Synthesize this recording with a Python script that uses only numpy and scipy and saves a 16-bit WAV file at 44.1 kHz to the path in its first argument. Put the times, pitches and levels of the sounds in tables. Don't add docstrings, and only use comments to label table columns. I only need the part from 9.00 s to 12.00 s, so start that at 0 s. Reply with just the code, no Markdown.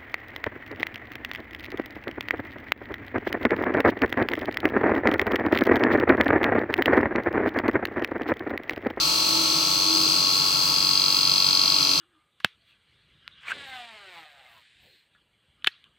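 import sys
import numpy as np
from scipy import signal
from scipy.fft import rfft, irfft
from scipy.io import wavfile
from scipy.ndimage import uniform_filter1d

SR = 44100
rng = np.random.default_rng(int(sys.argv[2]) if len(sys.argv) > 2 else 0)


def transcribe(u):
    v = np.clip(np.atleast_2d(u).T, -1, 1)
    q = np.round(v * 32767).astype(np.int16)
    wavfile.write(sys.argv[1], SR, q)


N = 132300
TIME_S = np.arange(N) / SR

# time_s, turns_per_s
SPINDLE_SPEED = [(0, 47.3), (.3, 47.1), (.6, 46.92), (1, 46.76), (1.35, 46.73), (1.8, 46.87), (2.45, 46.92),
                 (3, 46.86)]
DRIVE_RATIO = .29395


def squeal(turns, surge):
    steel_modes = {"low": (3252, 13.5, 1.37, -5, 1), "middle": (4215, 0.4, 0.84, 44, 1.78),
                   "high": (4865, 6.5, 1.02, 115, 0.58), "upper": (5634, 3, 1.5, 0, 1),
                   "top": (6063, 4, 0, 3, 1)}
    # mode, place_turns, half_width_turns, level_db, start_s, end_s
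    hard_spots = [("middle", 0.025, 0.041, -13, 1.76, 3.07), ("middle", 0.021, 0.043, -18, 0.091, 0.91),
                  ("middle", 0.019, 0.021, -28, 0.69, 1.7), ("middle", -0.26, .05, -20, -.2, 0.57),
                  ("middle", -.12, 0.026, -17, -.2, 0.64), ("middle", -0.064, 0.06, -18, 0.74, 1.5),
                  ("middle", -0.06, 0.05, -24.5, 1.5, 3.5), ("middle", -0.16, 0.029, -20, 1.2, 2.9),
                  ("middle", 0.46, 0.067, -20.5, 0.72, 1.71), ("middle", 0.4, .055, -23.5, 1.56, 3.2),
                  ("middle", 0.52, 0.035, -19, 2.27, 3.9), ("middle", 0.484, 0.023, -25.5, 0.68, 2.34),
                  ("middle", 0.14, 0.02, -27, .8, 1.3), ("high", 0, 0.051, -23, -.2, 0.53),
                  ("high", -0.034, 0.068, -16.5, .52, 1.8), ("high", -.045, 0.063, -15.5, 1.76, 3.05),
                  ("high", .1, 0.052, -20.5, .85, 2.93), ("high", 0.16, .04, -34, -.2, 2.9),
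                  ("high", 0.545, 0.052, -28.5, -.2, 2.7), ("low", -0.04, 0.056, -29.5, -.2, 1.57),
                  ("low", -0.025, .07, -31, 1.5, 3.2), ("upper", 0.45, 0.073, -30.5, 0.9, 3.6),
                  ("top", 0.38, .07, -29, 0.42, 1.3)]
    # time_s, gain_db
    squeal_level = [(0, -.5), (.4, 1.5), (.72, -1.5), (1, 0.5), (1.5, -2), (1.9, -0.5), (2.5, .5), (3, -1)]
    fade_s, ring_db, ring_decay_turns, surge_db = .094, -16.5, .12, .3
    mean_speed = curve(SPINDLE_SPEED).mean()
    drift_rad = {mode: 2 * np.pi * rng.random() + .19 * walk(2.55) for mode in steel_modes}
    scatter_db = .6 + .9 * np.exp(-TIME_S / .8)
    out = 0
    for mode, place, width, level_db, start_s, end_s in hard_spots:
        pitch_hz, pan_db, lead_rad, detune_hz, settle_s = steel_modes[mode]
        pitch_hz = pitch_hz + detune_hz * (1 - np.tanh((TIME_S - settle_s) / fade_s / 2)) / 2
        past_spot = (turns - place + 1 / 3) % 1 - 1 / 3
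        contact = (np.tanh((TIME_S - start_s) / fade_s) - np.tanh((TIME_S - end_s) / fade_s)) / 2
        swell = np.exp(-.5 * (past_spot / width) ** 2)
        tail = undb(ring_db) * (past_spot > 0) * (1 - swell) * np.exp(-np.abs(past_spot) / ring_decay_turns)
        gain = undb(level_db + scatter_db * walk(60) + surge_db * surge)
        jitter_rad = .2 * walk(300)
        phase = 2 * np.pi * pitch_hz * (place + past_spot) / mean_speed + drift_rad[mode] + jitter_rad
        out = out + contact * (swell + tail) * gain * tone(phase, pan_db, lead_rad)
    return out * undb(curve(squeal_level))


def scraping(turns):
    # frequency_hz, gain_db
    rasp_spectrum = [(1900, -29.5), (2300, -16), (2600, -12), (2770, -7.5), (2980, -13.5), (3250, -9),
                     (3800, -10.5), (4020, -4.5), (4230, 0.5), (4600, -2), (4900, -2.5), (5200, -12.5),
                     (5700, -9), (6300, -10.5), (7100, -20), (8500, -22)]
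    hiss_spectrum = [(2000, -9), (5000, 0), (7200, 0), (7850, 4.5), (8600, 4), (9300, -7), (10400, -8),
                     (11200, -2), (12100, -2), (12800, -8), (13700, -7), (14800, 0), (15700, 2)]
    # time_s, gain_db
    rasp_level = [(0, 1.5), (.5, 1.5), (1.1, 0.5), (1.5, 0), (2.2, -1), (3, 1)]
    pressure = np.cos(2 * np.pi * turns)
    rasp = rubbing(turns, rasp_spectrum, -27.5 + curve(rasp_level), fresh=.33, side_db=-3.5, pan_db=2.5)
    hiss = rubbing(turns, hiss_spectrum, -35 - 1.28 * TIME_S, fresh=.89, side_db=-2.5, pan_db=.3)
    flicker_db = .83 * walk(18)
    return rasp * undb(-.1 * pressure) + hiss * undb(.44 * pressure + flicker_db)


def ringing(turns):
    # pitch_hz, width_hz, level_db
    tool_rings = [(2565, 18, -48.5), (2784, 36, -44.5), (3320, 39, -51), (3470, 31, -50), (3873, 25, -48),
                  (5660, 85, -44), (6030, 170, -46), (6730, 83, -48)]
    # time_s, level_db
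    sizzle_level = [(0, -46), (.6, -46.5), (1.25, -48), (1.45, -45.5), (1.75, -45), (2, -50), (2.5, -48.5),
                    (3, -46)]
    rings = sum(resonance(turns, *ring, fresh=.2) for ring in tool_rings)
    sizzle = resonance(turns, pitch_hz=11400, width_hz=230, level_db=curve(sizzle_level), fresh=.89)
    return rings + sizzle


def machine_rumble(turns):
    # frequency_hz, gain_db
    rumble_spectrum = [(25, -21), (45, -32), (70, -6), (115, -8), (155, 8), (200, -5.5), (330, -3.5),
                       (480, -10), (780, -8), (1040, -3.5), (1150, -4.5), (1230, -3), (1350, 0),
                       (1480, -8.5), (1950, -16), (2600, -5), (5000, -56)]
    shudder_spectrum = [(125, -23), (155, 5), (200, -6), (330, 2), (460, -4), (600, -2.5), (800, -9)]
    # time_s, level_db
    shudder_level = [(0, -48.5), (.4, -42), (.7, -47.5), (1, -41.5), (1.3, -48), (1.6, -49), (2.5, -63),
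                     (3, -44)]
    rumble = rubbing(turns, rumble_spectrum, -38.5, fresh=.78, side_db=1, pan_db=-.5)
    shudder = rubbing(turns, shudder_spectrum, curve(shudder_level), fresh=.9, side_db=1, pan_db=-.5)
    return rumble + shudder


def motor_whine(turns):
    # cycles_per_round, level_db, pan_db, left_lead_rad, early_boost_db
    drive_tones = [(21.85, -49, -3, 0, 0), (33.4, -54, 0, 0, 0), (44.1, -56, 0, 0, 3), (47.6, -55, 0, 0, 3),
                   (61.3, -57, 0, 0, 2), (64, -47, 2, -.7, 6), (71.9, -48.5, 0, -.8, 0),
                   (80, -40, 0, -1, 0), (81.6, -49, 0, -1, 0), (83.4, -53, 0, -1, 0),
                   (92.9, -45.5, 1, -1.1, 2), (97.2, -46.5, 0, -1.4, 3), (98.5, -52, 0, -1.4, 4)]
    early = np.exp(-TIME_S / .59)
    out = 0
    for multiple, level_db, pan_db, lead_rad, boost_db in drive_tones:
        phase = 2 * np.pi * (multiple * DRIVE_RATIO * turns + rng.random()) + .19 * walk(39.96)
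        gain = np.sqrt(2) * undb(level_db + boost_db * early + 1.5 * walk(50.02))
        out = out + gain * tone(phase, pan_db, lead_rad)
    return out


def spindle_tones(turns):
    # cycles_per_turn, level_db
    harmonics = [(1, -55), (3, -55), (5, -59), (6, -57), (8, -58), (12, -57), (14, -56), (46, -57),
                 (50, -55), (55, -51), (59, -46), (68, -53), (69, -51), (86, -41), (89, -42), (94, -44),
                 (102, -40), (104, -37)]
    lift_db, waver_db = .5, 1.1
    out = 0
    for multiple, level_db in harmonics:
        gain = np.sqrt(2) * undb(level_db + lift_db + waver_db * walk(5.87))
        out = out + gain * np.sin(2 * np.pi * (multiple * turns + rng.random()))
    return out


def hums(turns):
    # time_s, level_db
    early_level = [(0, -43), (.24, -45.5), (.32, -36.5), (.5, -36.5), (.6, -41), (.8, -47), (.89, -34),
                   (1.06, -34.5), (1.11, -43), (1.5, -98), (3, -88)]
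    late_level = [(2.4, -82), (2.72, -51), (2.9, -43), (3, -47)]
    early_hz, mean_speed = 322.7, curve(SPINDLE_SPEED).mean()
    early = undb(curve(early_level)) * tone(2 * np.pi * early_hz * turns / mean_speed, pan_db=-6)
    late = undb(curve(late_level)) * tone(2 * np.pi * 6 * turns, pan_db=-6)
    return np.sqrt(2) * (early + late)


def spindle():
    zero_angle_s, surge_peak_s, surge_turns_per_s = 2.403, 2.335, .16
    smooth = np.cumsum(curve(SPINDLE_SPEED)) / SR
    smooth = smooth - np.interp(zero_angle_s, TIME_S, smooth)
    surge = np.cos(2 * np.pi * DRIVE_RATIO * (smooth - np.interp(surge_peak_s, TIME_S, smooth)))
    return smooth + np.cumsum(surge_turns_per_s * surge) / SR, smooth, surge


def surface(turns, fresh):
    size, wear_s = 8192, 1.17
    place = turns % 1 * size
    repeating = np.zeros(N)
    for stage, phases in enumerate(rng.uniform(0, 2 * np.pi, (8, 360))):
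        profile = irfft(np.exp(1j * phases), size)
        active = np.abs(TIME_S / wear_s - stage) < 1
        crossfade = np.cos(np.pi / 2 * (TIME_S[active] / wear_s - stage))
        repeating[active] += crossfade * np.interp(place[active], np.arange(size), profile / profile.std())
    return np.sqrt(1 - fresh) * repeating + np.sqrt(fresh) * rng.standard_normal(N)


def rubbing(turns, spectrum, level_db, fresh, side_db, pan_db):
    mid, side = (colour(surface(turns, fresh), spectrum) for _ in range(2))
    side = signal.sosfilt(signal.butter(2, 384, "high", fs=SR, output="sos"), side)
    return undb(level_db) * pan(pan_db) * (mid + undb(side_db) * side * np.array([[1], [-1]]))


def resonance(turns, pitch_hz, width_hz, level_db, fresh):
    hz = pitch_hz + width_hz * np.linspace(-4, 4, 33)
    gain_db = -20 * np.log10(1 + ((hz - pitch_hz) / width_hz) ** 2 * 2)
    return rubbing(turns, np.column_stack([hz, gain_db]), level_db, fresh, side_db=-3.5, pan_db=.3)


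def colour(x, points):
    hz, db = np.array(points).T
    f = np.maximum(np.fft.rfftfreq(N, 1 / SR), 1)
    skirts = np.minimum(f / hz[0], 1) ** 2 * np.minimum(hz[-1] / f, 1) ** 4
    gain = undb(np.interp(np.log(f), np.log(hz), db))
    y = irfft(rfft(x) * gain * skirts, N)
    return y / y.std()


def tone(phase, pan_db, lead_rad=0):
    return pan(pan_db) * np.sin(phase + np.array([[lead_rad], [-lead_rad]]) / 2)


def pan(db):
    return undb(np.array([[db], [-db]]) / 2)


def walk(rate_hz):
    hold = int(SR / rate_hz)
    steps = np.repeat(rng.standard_normal(N // hold + 2), hold)
    y = uniform_filter1d(uniform_filter1d(steps, hold), hold)[:N]
    return y / y.std()


def curve(points):
    return np.interp(TIME_S, *np.array(points).T)


def undb(db):
    return 10 ** (np.asarray(db) / 20)


def scene():
    turns, smooth, surge = spindle()
    tool = squeal(turns, surge) + scraping(turns) + ringing(turns)
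    machine = machine_rumble(smooth) + motor_whine(smooth) + spindle_tones(smooth) + hums(smooth)
    return tool + machine


def record(dry):
    return signal.sosfilt(signal.ellip(10, .1, 80, 15750, fs=SR, output="sos"), dry)


dry = scene()
out = record(dry)
transcribe(out)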